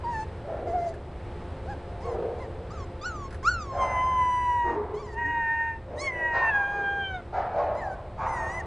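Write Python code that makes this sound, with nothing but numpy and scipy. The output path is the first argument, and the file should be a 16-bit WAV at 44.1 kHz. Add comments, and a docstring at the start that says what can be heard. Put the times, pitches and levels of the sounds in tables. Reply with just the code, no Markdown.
"""Over a low rumble and a motor's hum, a puppy whines on a concrete floor by a wall, a step away.
It goes on to whimper, yelp and hold long notes: its vocal folds give a thin, nearly pure whistle,
and its muzzle colours a faint sheen of high overtones. Other dogs bark far off in the echoing
building. There are short taps and scuffs, a mouth click, and a hand rubbing the fur under its chin."""
import sys
import numpy as np
from scipy import signal
from scipy.fft import rfft, irfft, next_fast_len
from scipy.io import wavfile
from scipy.ndimage import uniform_filter1d, map_coordinates

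SR = 44100
rng = np.random.default_rng(int(sys.argv[2]) if len(sys.argv) > 2 else 0)


def unload_wav(signal):
    """Save mono or channel-first audio to the path in sys.argv[1] as 16-bit WAV at rate SR, clipped to [-1, 1]."""
    wavfile.write(
        sys.argv[1],
        SR,
        np.round(np.clip(np.atleast_2d(signal).T, -1, 1) * 32767).astype(np.int16),
    )


N = 381906
TOP_HZ = 10900  # upper band limit

# level of the background hiss and hum, which sinks during the long whines: t/s, level/dB
BACKGROUND_LEVEL = [(0, -42.5), (1.1, -45), (1.35, -42), (2.9, -43.5), (4.5, -47), (5.7, -48), (6.7, -45),
                    (8.1, -47), (8.66, -43.5)]
# mouth resonances that the third harmonic slides through: f/Hz, gain/dB
THIRD_FORMANTS = [(2000, -11), (2150, -13.5), (2270, -9.5), (2430, -23), (2620, -15.5), (2670, -8.5),
                  (2725, -25.5), (3100, -29), (3260, -20), (3600, -26.5)]


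def amp(db):
    """Amplitude ratio of a level in decibels."""
    return 10 ** (np.asarray(db) / 20)


def unit(x):
    """Normalisation to an rms of 1."""
    return x / np.sqrt(np.mean(x ** 2) + 1e-20)


def along(points, hz):
    """Interpolation of (f/Hz, value) points on a logarithmic frequency axis."""
    f, v = np.transpose(points)
    return np.interp(np.log(hz + 1), np.log(f), v)


def curve(rows):
    """Linear interpolation of (t/s, value) rows over the whole scene."""
    return np.interp(np.arange(N) / SR, *np.transpose(rows))


def controls(rows):
    """Linear interpolation of each column after t/s, over the span of the rows."""
    s, *columns = np.transpose(rows)
    return [np.interp(np.arange(s[0], s[-1], 1 / SR), s, c) for c in columns]


def wobble(rate, size):
    """Smooth random modulation: a spline through `rate` Gaussian knots a second."""
    knots = rng.standard_normal(int(size * rate / SR) + 4)
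    return map_coordinates(knots, [np.arange(size) * rate / SR])


def filtered(x, response):
    """Linear filtering: the spectrum is multiplied by a frequency response."""
    size = x.shape[-1]
    m = next_fast_len(size + SR // 4)
    return irfft(rfft(x, m) * response(np.fft.rfftfreq(m, 1 / SR)), m)[..., :size]


def shaped(x, gains):
    """Spectral shaping by (f/Hz, gain/dB) points."""
    return filtered(x, lambda hz: amp(along(gains, hz)))


def noise(spectrum, size):
    """Coloured noise of rms 1 from (f/Hz, relative density/dB) points."""
    return unit(shaped(rng.standard_normal(size), spectrum))


def add(track, s, sound):
    """Superposition of a sound on the track, starting at s seconds."""
    start = max(round(s * SR), 0)
    part = track[start:start + len(sound)]
    part += sound[:len(part)]


def reverberation(decays):
    """A diffuse tail of energy 1: each band decays exponentially, as given by (f/Hz, T60/s) points."""
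    hz, t, bands = signal.stft(rng.standard_normal(SR), SR, nperseg=256)
    decay = 10 ** (-3 * t / along(decays, hz)[:, None])
    tail = signal.istft(bands * decay, SR, nperseg=256)[1]
    return tail / np.linalg.norm(tail)


def background(rumble_gain_db=2):
    """Broadband noise under slow amplitude modulation: a low rumble and a faint hiss."""
    # spectra of the rumble and the hiss: f/Hz, relative density/dB
    rumble_spectrum = [(20, -12.5), (45, -4), (80, 1), (125, -7.5), (170, -16), (260, -17.5), (600, -61.5),
                       (2000, -100)]
    hiss_spectrum = [(100, 6.5), (250, -0.5), (400, 6.5), (550, 3), (800, -0.5), (1200, -6.5),
                     (1900, -11.5), (2600, -16.5), (4000, -22.5), (6500, -35), (9400, -32.5), (10200, -61)]
    # level of the rumble, which sinks during the long whines: t/s, relative level/dB
    rumble_level = [(0, -42), (2.2, -41.5), (3.8, -40.5), (4.8, -44), (6.9, -45.5), (7.3, -43),
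                    (8.66, -41.5)]
    rumble = noise(rumble_spectrum, N) * amp(curve(rumble_level) + rumble_gain_db + wobble(4.7, N))
    hiss = noise(hiss_spectrum, N) * amp(curve(BACKGROUND_LEVEL) + 0.22 * wobble(3.6, N))
    return rumble + hiss


def motor(drift_rad=0.86, waver_db=3):
    """A distant motor's line spectrum, each partial modulated at random in amplitude and phase."""
    # partials of the hum: f/Hz, level/dB relative to the hiss
    partials = [(84, -3.5), (175, -13), (352, -7), (434, -19.5), (526, -7), (700, -14), (868, -13.5)]
    t = np.arange(N) / SR
    hum = np.zeros(N)
    for hz, db in partials:
        strength = amp(db + waver_db * wobble(6, N))
        hum += strength * np.sin(2 * np.pi * hz * t + drift_rad * wobble(12, N))
    return hum * amp(curve(BACKGROUND_LEVEL))


def cry(pitch, levels, sheen_db, muzzle, rough, attack_s=0.0025, release_s=0.013):
    """Source and filter: vocal-fold harmonics, clean when held, raspy in glides, most of all upwards."""
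    # narrow resonance that catches the fifth harmonic of low notes: f/Hz, level/dB re the fourth
    nasal_formant = [(3350, -21), (3650, 13), (3950, -41), (4300, -22)]
    # breath torn by a sliding voice: f/Hz, relative density/dB
    rasp_spectrum = [(1500, -16.5), (3000, -6), (4500, 4), (7200, 1), (8000, -24), (10000, -40)]
    size = len(pitch)
    t = np.arange(size) / SR
    pitch = uniform_filter1d(pitch, size=400)
    slope = np.gradient(np.log(pitch)) * SR
    glide = np.tanh(uniform_filter1d(np.abs(slope), size=2000) / 2)  # 0 held, 1 sliding fast
    climb = np.tanh(uniform_filter1d(np.maximum(slope, 0), size=800) / 2)
    jitter = (.0012 + .0067 * glide + .009 * rough) * wobble(300, size)
    wander = (.0012 + .003 * glide) * wobble(34.76, size)
    pitch = pitch * (1 + jitter + wander)
    phase = 2 * np.pi * np.cumsum(pitch) / SR

    shimmer_db = (0.52 + 3 * rough) * wobble(110.94, size)
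    core = np.zeros(size)
    for k, db in enumerate(levels, 1):
        waver_db = 1.21 * np.sqrt(k) * (1 + glide) * wobble(25, size)
        core += amp(db + shimmer_db + waver_db) * np.sin(k * phase)
    core += amp(levels[3] + along(nasal_formant, 5 * pitch)) * np.sin(5 * phase)

    # overtones above 8 kHz are turned down on the highest cries
    top_cut = np.clip((pitch.max() - 1150) / 150, 0, 1)
    overtones = np.zeros(size)
    for k in range(5, 15):  # the sheen: weak overtones slide through the muzzle's resonances
        colour_db = muzzle(k * pitch) + top_cut * along([(7500, 0.015), (8100, -17)], k * pitch)
        flutter_db = (1 + 4 * glide) * wobble(70, size)
        scatter_rad = 2 * rough * wobble(450, size)
        overtones += amp(colour_db + flutter_db) * np.sin(k * phase + scatter_rad)
    sheen = amp(sheen_db + 4 * (1 - glide) - 3) * unit(overtones)

    # on a held, strained note, faint fuzzy tones sound at thirds between the harmonics
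    strain = amp(levels[1]) * (1 - glide) * np.clip((pitch - 830) / 70, 0, 1)
    between = sum(amp(db) * np.sin(ratio * phase + 0.9 * wobble(110, size))
                  for ratio, db in [(5 / 3, 7), (7 / 3, -3), (8 / 3, 1)])
    haze = noise([(700, -19.5), (1650, 16.5), (2500, -16.5), (3500, -30.5), (9000, -46.5)], size)
    haze *= amp(-32) * np.hypot(amp(levels[0]), amp(levels[1]))
    rasp = noise(rasp_spectrum, size) * (1 + np.cos(phase))  # pulsed once a period
    rasp *= amp(sheen_db - 19 + 3 * climb + 12 * rough) * glide
    voice = np.sqrt(2) * (core + amp(-22) * strain * between) + sheen + haze + rasp
    fade = np.clip(np.minimum(t / attack_s, (t[-1] - t) / release_s), 0, 1)
    return voice * np.sin(fade * np.pi / 2) ** 2


def shut_cry(pitch, first_db, second_re_first_db, sheen_db, rough):
    """Filtering by a nearly shut mouth: the fundamental leads; high notes reach the muzzle formants."""
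    # resonances met by the second harmonic, and by the higher overtones: f/Hz, gain/dB
    second_formants = [(1350, -4), (1600, 5.5), (1780, 4.5), (2000, -2), (3000, -10)]
    shut_formants = [(3300, -2), (3700, -3), (4150, 3), (4500, 6.5), (4800, 7.5), (5300, 3), (6000, 5),
                     (6700, 1), (7300, 4.5), (8200, -11), (9200, 3), (10000, -38)]
    muzzle = lambda hz: along(shut_formants, hz)
    shrill_db = lambda k: sheen_db - 6.5 + muzzle(k * pitch)
    second_db = first_db + second_re_first_db + along(second_formants, 2 * pitch)
    third_db = np.maximum(shrill_db(3), first_db - 16 + along(THIRD_FORMANTS, 3 * pitch))
    fourth_db = shrill_db(4) - 5
    return cry(pitch, [first_db, second_db, third_db, fourth_db], sheen_db, muzzle, rough)


def short_whines_and_yelps():
    """Frequency modulation of the shut-mouthed voice: two whines waver, then two yelps leap and fall."""
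    # one contour a cry, before the formants: t/s, f/Hz, level/dB, second harmonic/dB re first, sheen/dB
    contours = [
        [(0.034, 1056, -39, -20, -75), (0.047, 938, -33, -30, -62), (0.07, 939, -30, -21, -68),
         (0.092, 967, -33, -20, -62), (0.125, 938, -33.5, -18.5, -58), (0.155, 881, -31.5, -13.5, -60),
         (0.205, 868, -32.5, -15, -57), (0.234, 887, -32, -21, -56), (0.25, 820, -44, -25, -63)],
        [(0.668, 698, -34, -27, -69), (0.69, 686, -32, -28, -63), (0.725, 665, -30, -30, -66),
         (0.748, 739, -28, -29, -69), (0.785, 694, -28, -24, -65), (0.85, 688.6, -28.5, -36, -64),
         (0.89, 665, -30.5, -32, -57.5), (0.935, 658, -43, -22, -77)],
        [(3.012, 1146, -58, 0, -56), (3.035, 1236, -41, -3, -55.5), (3.062, 1479, -28.5, -11, -47),
         (3.09, 1438, -33.5, -12, -47.5), (3.125, 1300, -44, -15, -59.5), (3.16, 1217, -42, -23, -60.5),
         (3.25, 1089, -40.5, -26, -60), (3.29, 1070, -47, -10, -69)],
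        [(3.428, 1014, -40.5, -13, -58), (3.447, 1120, -34, -11.5, -51.5), (3.476, 1360, -22, -9, -39.5),
         (3.505, 1520, -32.5, -23, -48), (3.55, 1403, -34, -11, -48), (3.59, 1307, -36.5, -10, -58),
         (3.625, 1196, -41.5, -13, -51.5), (3.645, 1146, -45, -16, -56), (3.69, 1080, -38.5, -21, -66),
         (3.778, 1026, -42, -20, -65)],
    ]
    track = np.zeros(N)
    for rows, rough in zip(contours, [.15, .55, .25, .2]):
        add(track, rows[0][0], shut_cry(*controls(rows), rough))
    return track


def far_dogs(rough=0.83, pitch_arch=0.149, hoot_width=.25):
    """Pulses and noise excite a mouth resonance; the hoarse barks arrive mostly as reverberation."""
    # t/s, duration/s, level/dB, pitch f/Hz, resonance f/Hz, its relative bandwidth, brightness/dB
    barks = [ (0.431, 0.15, -33.5, 327.5, 594, 0.56, -12.5), (0.53, 0.2, -38, 348, 383, 0.53, -33),
             (2.026, 0.22, -30, 238.5, 472, 0.29, -20), (2.038, 0.084, -36.5, 296.3, 703, 0.21, -22),
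             (3.712, 0.1, -29.5, 351.3, 700, 0.41, -9), (3.781, 0.097, -32.5, 401, 840, 0.79, -6),
             (4.634, 0.1, -33.5, 417.7, 932, 0.52, -8.5), (4.63, 0.1, -32, 343, 386, 0.45, -36),
             (4.729, 0.096, -30, 415.2, 427, 0.082, -31.5), (5.229, 0.035, -44, 294, 303, 0.35, -23),
             (5.858, 0.2, -36.5, 292.7, 548, 0.76, -13), (6.112, 0.12, -37.5, 317, 606, 0.68, -14),
             (6.323, 0.072, -27, 453.6, 1030, 0.4, 5.5), (6.701, 0.13, -39, 380, 423, 0.27, -7),
             (7.323, 0.081, -26, 392, 810, 0.34, -5.5), (7.53, 0.12, -25, 339.6, 643, 0.47, -9.5),
             (7.579, 0.051, -36.5, 364, 1050, 0.14, -11), (8.172, 0.091, -27, 448.5, 897, 0.58, -15),
             (8.359, 0.12, -37.5, 387, 696, 0.46, -10), ]
    # colour of a bark beside its main resonance: f/Hz, gain/dB
    bark_colour = [(150, -43), (400, -18.5), (900, -6), (1400, -10.5), (2100, -23), (2800, -26),
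                   (4000, -27), (7000, -48), (10000, -73.5)]
    # reverberation time of the building: f/Hz, T60/s
    hall_decay = [(200, 1.09), (800, 1.37), (2500, 1.22), (8000, 0.13)]
    # treble lost on the way: f/Hz, gain/dB
    path_loss = [(2200, -2), (3300, -13.5), (7000, -3.5), (10000, -40)]
    track = np.zeros(N)
    for s, length, db, pitch, mouth_hz, width, bright_db in barks:
        size = int(length * SR)
        swell = np.abs(np.sin(np.pi * (np.arange(size) / size) ** 0.97)) ** 0.605
        contour = pitch * (1 + pitch_arch * (swell - .8) + .03 * wobble(150, size))
        phase = 2 * np.pi * np.cumsum(contour) / SR
        pulses = unit(sum(np.cos(k * phase) for k in range(1, 41)))
        hoot = max(1 - width / hoot_width, 0)  # a narrow resonance clears the bark into a hoot
        hoarse = rough * (1 - hoot)
        throat = swell * ((1 - hoarse) * pulses + hoarse * rng.standard_normal(size))
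        damping = lambda hz: 1j * hz * width * mouth_hz
        resonance = lambda hz: damping(hz) / (mouth_hz ** 2 - hz ** 2 + damping(hz))
        tract = lambda hz: resonance(hz) ** 2 + 1j * amp(bright_db + along(bark_colour, hz))
        bark = filtered(np.pad(throat, (0, SR // 20)), tract)
        hall = reverberation(hall_decay)
        hall[0] += amp(-5 + 12 * hoot)  # the direct path, stronger for a hoot
        heard = signal.fftconvolve(bark, hall)
        rms = np.sqrt(np.sum(heard ** 2) / (size + SR / 10))
        add(track, s, amp(db) * heard / rms)
    return shaped(track, path_loss)


def taps_and_click(t60_s=0.1, gain_db=-12):
    """Exponentially damped noise: short taps and scuffs, and a mouth click as the second yelp starts."""
    # taps and scuffs, then the mouth click: t/s, relative level/dB
    bursts = [(0.94, -36.5), (3.307, -33.5), (3.326, -32), (3.344, -31.5), (3.428, -36)]
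    track, t = np.zeros(N), np.arange(SR // 10) / SR
    for s, db in bursts:
        burst = noise([(500, -27.5), (1600, 10), (2500, -9.5), (7000, -18), (10000, -18.5)], len(t))
        add(track, s, amp(db + gain_db) * burst * 10 ** (-3 * t / t60_s))
    return track


def fur_stroke(start_s=0.98, length_s=0.55, level_db=-63.5):
    """Friction of fingers in short fur: one soft, uneven swell of noise."""
    # spectrum of the rustle: f/Hz, relative density/dB
    fur_spectrum = [(900, -17.5), (1600, -6), (2050, 4.5), (2700, -14.5), (6000, -27)]
    track, size = np.zeros(N), int(length_s * SR)
    rustle = noise(fur_spectrum, size) * np.hanning(size)
    add(track, start_s, rustle * amp(level_db + 3 * wobble(23, size)))
    return track


def whimpers(swell_s=0.018, fade_s=0.028, sheen_db_per_octave=11):
    """Frequency modulation: short whimpers rise and fall in pitch, some swelling at the top."""
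    # t/s, rise/s, fall/s, start f/Hz, top f/Hz, end f/Hz, sag (1 straight, more drops early),
    # level/dB, accent/dB, second harmonic/dB re first, sheen/dB (both before formants), roughness 0-1
    arches = [ (1.655, 0.056, 0.036, 625, 845, 745, 1.1, -46.5, 8.5, -11, -66, .5),
              (2.003, 0.059, 0.1, 840, 1106, 974, 1.2, -45.5, 4, -11.5, -63, .6),
              (2.38, 0.036, 0.053, 877, 1052, 904, 1.5, -51, 3.5, -5, -66.5, 0.58),
              (2.703, 0.042, 0.11, 1148, 1353, 1024, 1.3, -45, -3, -15, -58.5, 0.35),
              (4.939, 0.075, .14, 993, 1152, 906, 1.9, -52, 0.5, -2.5, -61.5, 0.67),
              (7.747, 0.048, 0.16, 960, 1026, 760, 2.4, -41, 0, -5, -62.5, 0.24), ]
    track = np.zeros(N)
    for s, rise, fall, start_hz, top_hz, end_hz, sag, db, accent_db, second_db, sheen_db, rough in arches:
        t = np.arange(int((rise + fall) * SR)) / SR
        past_top = t - rise
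        up = np.sin(np.clip(t / rise, 0, 1) * np.pi / 2) ** 1.5
        down = 1 - (1 - np.clip(past_top / fall, 0, 1)) ** sag
        pitch = start_hz + (top_hz - start_hz) * up - (top_hz - end_hz) * down
        accent = accent_db * np.exp(-(past_top / np.where(past_top < 0, swell_s, fade_s)) ** 2)
        sheen = sheen_db + 0.63 * accent + sheen_db_per_octave * np.log2(pitch / top_hz)
        add(track, s, shut_cry(pitch, db + accent, second_db, sheen, rough))
    return track


def long_whines(wide_open_db=11, full_squeal_db=-42, full_sheen_db=-44):
    """Vocal-tract resonance on held notes: opening the mouth shifts power to the second harmonic."""
    # one contour a whine: t/s, f/Hz, level/dB, opening (second harmonic/dB re first), relative sheen/dB
    contours = [
        [(3.768, 1041, -43, -21, -56.5), (3.793, 1068, -29, -19.5, -59), (3.825, 1035, -22.5, -19, -52.5),
         (3.895, 1028, -33.5, -1.5, -60), (3.99, 1012, -26, -9.5, -59), (4.07, 1025, -25, -17.5, -60),
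         (4.14, 1020, -26, -15.5, -62.5), (4.22, 1002, -24, -13, -59.5), (4.34, 990.7, -24, -17, -57.5),
         (4.40, 990, -25, -12.5, -59.5), (4.56, 969, -24.5, -14.5, -62.5), (4.65, 951, -27.5, -11, -69),
         (4.70, 937, -28.5, -10, -70), (4.765, 928, -39, -7, -71.5)],
        [(5.125, 927, -47.5, -6, -71), (5.16, 902, -38, -9.5, -75), (5.185, 943, -31, 0, -72),
         (5.245, 940, -29.5, -0.5, -72), (5.26, 927.5, -28.5, 3.5, -65), (5.28, 948, -28.5, 0, -69),
         (5.39, 932, -26, -3, -74), (5.46, 912.5, -28, 4, -74), (5.56, 920.6, -28.5, -0.5, -75.5),
         (5.69, 915, -30.5, 3, -75), (5.735, 902, -36.5, 11, -80), (5.765, 914, -36, -14.5, -82),
         (5.80, 877, -68, 11, -83)],
        [(5.96, 884, -56.5, -10, -68), (5.99, 986, -43.5, 8, -46), (6.02, 1118, -36.5, -2, -44.5),
         (6.06, 1104, -34, 15, -46.5), (6.08, 1070, -26, 12, -52), (6.115, 1004, -37.5, 9.5, -67),
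         (6.2, 967, -30, 11.5, -65), (6.356, 935, -27.5, 4, -72), (6.505, 890, -24, 9, -61),
         (6.522, 830, -26, 15, -77), (6.56, 821, -21.5, 12, -65), (6.615, 806, -28.5, 0.5, -70.5),
         (6.655, 801, -28.5, 10, -75), (6.725, 816, -30.5, 0, -67.5), (6.84, 801, -30.5, 3.5, -73.5),
         (6.98, 801.2, -30, 4.5, -72.5), (7.072, 777, -35.5, 9, -75), (7.155, 741, -35.5, -3, -70),
         (7.185, 707, -41.5, -5, -79), (7.215, 669, -38.5, -12, -82)],
        [(8.26, 913, -42, 0, -60), (8.3, 1048, -44, 4, -57), (8.394, 933, -36.5, 18, -55),
         (8.456, 907, -35, 20, -59), (8.53, 979, -38, 6, -53.5), (8.585, 1017, -37, 4.5, -58),
         (8.603, 937, -40, 7, -56), (8.622, 900, -34, 14, -61)],
    ]
    # resonances met by the fourth harmonic, and by the higher overtones: f/Hz, gain/dB
    fourth_formants = [(2800, -29), (3040, -19), (3120, -5), (3190, -12.5), (3220, -29.5), (3260, -30.5),
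                       (3700, -43), (4150, -56)]
    open_formants = [(3300, -5), (3700, 1), (4000, -2.5), (4500, 1.5), (4850, -1.5), (5150, 4), (5650, 5.5),
                     (6100, 13.5), (6600, 11), (7100, -3.5), (8100, 0.5), (9100, 5.5), (10000, -41)]
    # change of the overtones in the low register: f/Hz, gain/dB
    low_register = [(4000, 5), (4830, 10.5), (5650, 0), (6450, 1.5), (7200, -0.5), (8100, -4.5),
                    (8800, -9.5)]
    track = np.zeros(N)
    for rows, rough in zip(contours, [0, .13, .15, .22]):
        pitch, level, opening, sheen = controls(rows)
        first = level - 10 * np.log10(1 + amp(opening) ** 2)
        third = level + along(THIRD_FORMANTS, 3 * pitch) - np.maximum(opening - wide_open_db, 0)
        squeal = full_squeal_db + 2.4 * (sheen - full_sheen_db)  # strain lifts the fourth harmonic
        fourth = np.maximum(level + along(fourth_formants, 4 * pitch), squeal)
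        low = np.clip((870 - pitch) / 40, 0, 1)
        muzzle = lambda hz: along(open_formants, hz) + low * along(low_register, hz)
        add(track, rows[0][0], cry(pitch, [first, first + opening, third, fourth], sheen, muzzle, rough))
    return track


def near_walls(voice):
    """Reflection from nearby walls adds a faint, short tail to the direct sound."""
    # reverberation time by the wall: f/Hz, T60/s
    corner_decay = [(300, 0.097), (2000, 0.38), (9000, 0.014)]
    reflections = signal.fftconvolve(voice, reverberation(corner_decay))[:N]
    return voice + shaped(reflections, [(2000, -20), (5000, -17)])


def scene(spread_t60_s=.03):
    """Mid-side stereo: all sources sit in the centre, and a decorrelated side signal widens the treble."""
    # side signal relative to the mid: f/Hz, gain/dB
    side_gain = [(2300, -71.5), (3400, -22), (5000, -4), (9000, -16.5)]
    puppy = near_walls(whimpers() + short_whines_and_yelps() + long_whines())
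    mid = puppy + far_dogs() + taps_and_click() + fur_stroke() + background() + motor()
    diffuse = signal.fftconvolve(mid, reverberation([(TOP_HZ, spread_t60_s)]))[:N]
    side = shaped(diffuse, side_gain)
    return np.array([mid + side, mid - side])


def record(dry):
    """An ideal low-pass filter removes everything above the band limit."""
    return filtered(dry, lambda hz: hz < TOP_HZ)


dry = scene()
out = record(dry)
unload_wav(out)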